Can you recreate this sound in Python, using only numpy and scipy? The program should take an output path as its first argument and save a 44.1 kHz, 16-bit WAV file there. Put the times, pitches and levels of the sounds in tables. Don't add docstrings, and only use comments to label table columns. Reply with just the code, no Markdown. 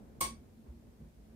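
import sys
import numpy as np
from scipy import signal
from scipy.io import wavfile
from scipy.ndimage import uniform_filter1d

SR = 44100
rng = np.random.default_rng(int(sys.argv[2]) if len(sys.argv) > 2 else 0)


def gain_from_db(level_db):
    decades = np.asarray(level_db, float) / 20
    return 10 ** decades


def persist_wave(psi):
    counts = np.round(np.clip(psi, -1, 1) * 32767).astype(np.int16)
    wavfile.write(sys.argv[1], SR, np.atleast_2d(counts).T)


N = 59535

# pitch_hz, level_db [dB per Hz]
RUMBLE_SPECTRUM = [(15, -34), (25, -9.5), (69, 3), (144, -7.5), (229, -7), (300, -8.5), (525, -14.5),
                   (1110, -26.5), (2500, -39), (3250, -75), (5500, -120)]
# start_s, level_db, bright_db [extra above 400 Hz]
RUMBLE_SWELL = [(0, 7.5, -4.5), (0.099, 3.5, 1), (.19, 4.5, 0), (.4, 2, 0.5), (0.529, 0, -1), (.63, 0, -3),
                (.67, 1.5, 8.5), (0.751, -0.5, -0.5), (.87, 1.5, 0.5), (.96, -3, 6), (1.031, 2, 1.5),
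                (1.125, -5, 5), (1.2, 2, -4), (1.35, -2.5, 7.5)]
# pitch_hz, level_db [dB per Hz]
HISS_SPECTRUM = [(880, -44), (1500, -4.5), (1720, -4.5), (5490, -8.5), (15100, -11.5), (16000, -13)]
# pitch_hz, likeness [-1 to 1]
PORT_LIKENESS = [(60, 0.71), (150, 0.86), (380, 0.59), (950, -0.078), (2380, 0.0), (5980, -0.03),
                 (15000, -0.02)]
# pitch_hz, level_db, t60_s
TABLE_MODES = [(57, 5.5, 0.35), (72, -0.5, 0.34), (122.2, 2, 0.14), (150.4, 1, 0.28), (230, 2.5, .3),
               (342.3, -2, 0.4), (521, 0.5, 0.19), (697, -3, 0.22), (858, -2.5, 0.21)]
# start_s, level_db, centre_hz, spread_octaves, rise_s
TABLE_THUDS = [(.208, -44, 653, 0.88, 0.0013), (.225, -45, 57, .25, 0.017), (0.256, -41, 225, 0.18, 0.027),
               (.3, -50, 222, 0.32, 0.0046), (0.376, -58, 220, 0.15, 0.0064),
               (0.569, -53.5, 230, 0.26, .01), (0.344, -53, 70, 0.29, 0.012),
               (0.65, -57.5, 297, 0.64, 0.0072), (0.67, -40.5, 72, 0.18, 0.005),
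               (0.711, -49, 230, 0.27, 0.0067), (0.842, -53.5, 63.7, 0.27, 0.018),
               (.994, -45.5, 139, 0.57, 0.0075), (1.016, -52.5, 57, 0.32, 0.0061),
               (1.167, -54, 57, 0.21, 0.0057), (1.291, -50, 230, 0.25, 0.015),
               (1.331, -55.5, 146, .6, 0.0056), (.03, -48.5, 57, 0.39, 0.033),
               (.21, -49, 135, 0.65, 0.0016), (1.272, -55.5, 57, 0.25, 0.012)]
# start_s, level_db, right_minus_left_db
STRING_SLIPS = [
    (.2052, -31, 1),
    (.2070, -7, 1),
    (.2086, -7, 10),
    (.2100, -3, 12),
    (.2128, -3, 5),
    (.2145, -6, -2),
]
# pitch_hz, level_db
DIRECT_CRACK = [(300, -23.5), (2000, -17.5), (5000, -9.5), (8000, -9), (16000, -4)]
# pitch_hz, level_db
ROOM_CRACK = [(300, -9.5), (950, -3.5), (1300, -13), (2200, -8.5), (2600, -9.5), (4200, -6.5), (4600, -7),
              (7500, -7.5)]
# pitch_hz, level_db
PORT_RESONANCE = [(7600, -1), (8200, 4.5), (9100, 11.5), (9600, -5), (10300, -7.5), (10750, -27),
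                  (11600, -2), (15500, -3.5)]
# pitch_hz, t60_s
ROOM_DECAY = [(200, 0.85), (700, 0.18), (2000, 0.32), (6000, 0.26), (9000, 0.25), (14000, 0.18)]
# pitch_hz, level_db, t60_s
STRING_PARTIALS = [(1116, -1, 0.25), (1122, -11.5, 0.23), (988, -13, 0.16), (2275, -16.5, .36),
                   (2260, -9, 0.1), (3434, -16.5, 0.24), (4670, -14.5, .3), (5830, -15, 0.32),
                   (7060, -18.5, 0.24), (9020, -11.5, .2)]
# start_s, end_s, low_hz, high_hz
SILENT_BANDS = [
    (.232, .355, 10350, 11000),
    (.282, .355, 9650, 11000),
    (.308, .335, 10350, 11600),
]

RUMBLE_DB, HISS_DB = -57, -75
HUM_HZ, HUM_WIDTH_HZ, HUM_DB = 220, 11.7, 8
DIRECT_T60_S, DIRECT_DB = .014, -23
PORT_LAG_S = .0001
ROOM_DB, ROOM_RISE_S = -2, .011
ROOM_BEND_DB = -300
ROOM_MONO_HZ = 610
PING_DB, PING_ROOM_DB = -32, -7
PING_TURN = 1.52
TIGHTEN, TIGHTEN_S = .035, .0312
DAMP_DB = -700
BUZZ_DB, BUZZ_S = 5, .0058
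EDGE_HZ = 15620


def evened(x):
    return x / np.sqrt(np.mean(x ** 2) + 1e-20)


def read(points, hz):
    f, value = np.transpose(points)
    return np.interp(np.log(hz + 1), np.log(f + 1), value)


def add(mix, s, sound):
    part = mix[..., round(s * SR):][..., :sound.shape[-1]]
    part += sound[..., :part.shape[-1]]


def noise(field_db, same):
    a, b, c, d = rng.standard_normal((field_db.shape[1], 513, 4)).T
    same = np.clip(same, -1, 1)[:, None]
    left = a + 1j * b
    right = same * left + np.sqrt(1 - same ** 2) * (c + 1j * d)
    z = np.array([left, right]) * gain_from_db(field_db)
    return evened(signal.istft(z, nperseg=1024, noverlap=768)[1][:, :N])


def floor():
    hz = np.fft.rfftfreq(1024, 1 / SR)
    t = np.arange(N // 256 + 5) * 256 / SR
    hum_db = HUM_DB * np.exp(-((hz - HUM_HZ) / HUM_WIDTH_HZ) ** 2 / 2)
    at, swell_db, bright_db = np.transpose(RUMBLE_SWELL)
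    rumble_db = (read(RUMBLE_SPECTRUM, hz) + hum_db)[:, None] + np.interp(t, at, swell_db)
    rumble_db = rumble_db + np.interp(t, at, bright_db) * (hz / (hz + 400))[:, None] ** 2
    rumble = noise(rumble_db, read(PORT_LIKENESS, hz))
    hiss = noise(read(HISS_SPECTRUM, hz)[:, None] + 0 * t, 0 * hz)
    return gain_from_db(RUMBLE_DB) * rumble + gain_from_db(HISS_DB) * hiss


def table():
    out, t = np.zeros(N), np.arange(0, .5, 1 / SR)
    chance = rng.random((len(TABLE_THUDS), len(TABLE_MODES), 2))
    for (s, db, centre_hz, spread, rise), draw in zip(TABLE_THUDS, chance):
        ring = np.zeros(len(t))
        for (hz, mode_db, t60), (detune, phase) in zip(TABLE_MODES, draw):
            off_centre_db = -2.8 * (np.log2(hz / centre_hz) / spread) ** 2
            level = gain_from_db(mode_db + off_centre_db - 60 * t / t60)
            ring += level * np.sin(2 * np.pi * (hz * (.98 + .035 * detune) * t + phase))
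        push = (1 - np.exp(-t / max(rise, 1e-4))) ** 2
        add(out, s, gain_from_db(db) * push * ring)
    return out * gain_from_db([[-.5], [.5]])


def colour(source, port):
    hz = np.fft.rfftfreq(4096, 1 / SR)
    half = np.log(gain_from_db(read(source, hz) + read(port, hz)))
    whole = np.concatenate([half, half[-2:0:-1]])
    taps = np.fft.ifft(np.exp(np.conj(signal.hilbert(whole)))).real[:1024]
    return taps / np.linalg.norm(taps)


def cracks():
    out, t = np.zeros((2, N)), np.arange(2000) / SR
    grit = rng.standard_normal((len(STRING_SLIPS), len(t)))
    taps = colour(DIRECT_CRACK, PORT_RESONANCE)
    for (s, db, right_db), g in zip(STRING_SLIPS, grit):
        burst = g * gain_from_db(-60 * t / DIRECT_T60_S)
        crack = gain_from_db(DIRECT_DB + db) * signal.oaconvolve(burst, taps)
        add(out[0], s + PORT_LAG_S, gain_from_db(-right_db / 2) * crack)
        add(out[1], s, gain_from_db(right_db / 2) * crack)
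    return out


def room(x):
    slots = np.arange(40, SR // 2, 8)
    shape = (2, len(slots))
    taps = np.zeros((2, SR // 2 + 8))
    places = slots + rng.integers(0, 8, shape)
    np.put_along_axis(taps, places, rng.choice([-1., 1.], shape), 1)
    hz, t, z = signal.stft(taps, SR, nperseg=256)
    same = np.exp(-(hz / ROOM_MONO_HZ) ** 2)[:, None]
    z = np.array([z[0], same * z[0] + np.sqrt(1 - same ** 2) * z[1]])
    decay_db = -60 * t / read(ROOM_DECAY, hz)[:, None] + ROOM_BEND_DB * t * t
    tail = signal.istft(z * gain_from_db(decay_db), SR, nperseg=256)[1]
    tail = tail * (1 - np.exp(-np.arange(tail.shape[1]) / SR / ROOM_RISE_S))
    return signal.fftconvolve(x[None], tail / np.linalg.norm(tail[0]), axes=1)[:, :N]


def ping():
    out, t = np.zeros((2, N)), np.arange(0, .5, 1 / SR)
    turn = PING_TURN * np.array([[1], [0]])
    slid = t - TIGHTEN * TIGHTEN_S * (1 - np.exp(-t / TIGHTEN_S))
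    span = max(round(BUZZ_S * SR), 1)
    buzz = rng.standard_normal((len(STRING_PARTIALS), 2, len(t)))
    buzz = evened(uniform_filter1d(uniform_filter1d(buzz, span), span))
    ring = np.zeros((2, len(t)))
    for (hz, db, t60), b in zip(STRING_PARTIALS, buzz):
        level = gain_from_db(db - 60 * t / t60 + DAMP_DB * t * t + BUZZ_DB * b)
        ring += level * np.sin(2 * np.pi * hz * slid - turn)
    attack = np.minimum(t / .0044, 1)
    add(out, STRING_SLIPS[2][0], gain_from_db(PING_DB) * attack * ring)
    return out


def scene():
    background = floor() + table()
    direct, ring, into_room = cracks(), ping(), np.zeros(N)
    add(into_room, STRING_SLIPS[1][0], gain_from_db(ROOM_DB) * colour(ROOM_CRACK, PORT_RESONANCE))
    into_room = into_room + gain_from_db(PING_ROOM_DB) * ring[1]
    return background + direct + ring + room(into_room)


def low_pass(x):
    return signal.sosfilt(signal.butter(12, 16830, fs=SR, output="sos"), x)


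def record(dry):
    hz, t, z = signal.stft(dry, SR, nperseg=512, noverlap=384)
    audible = (hz > 0)[:, None]
    keep = np.ones(z.shape[1:]) * audible
    for start, end, low_hz, high_hz in SILENT_BANDS:
        band = ((hz > low_hz) & (hz < high_hz))[:, None]
        keep = keep * ~(band & (t > start) & (t < end))
    lost = signal.istft(z * (1 - keep) * audible, SR, nperseg=512, noverlap=384)[1][:, :N]
    bass_cut = signal.butter(4, 36, "high", fs=SR, output="sos")
    x = signal.sosfilt(bass_cut, dry - lost)
    edge = signal.firwin(511, EDGE_HZ, window=("kaiser", 9), fs=SR)
    return low_pass(signal.oaconvolve(x, edge[None], "same"))


dry = scene()
out = record(dry)
persist_wave(out)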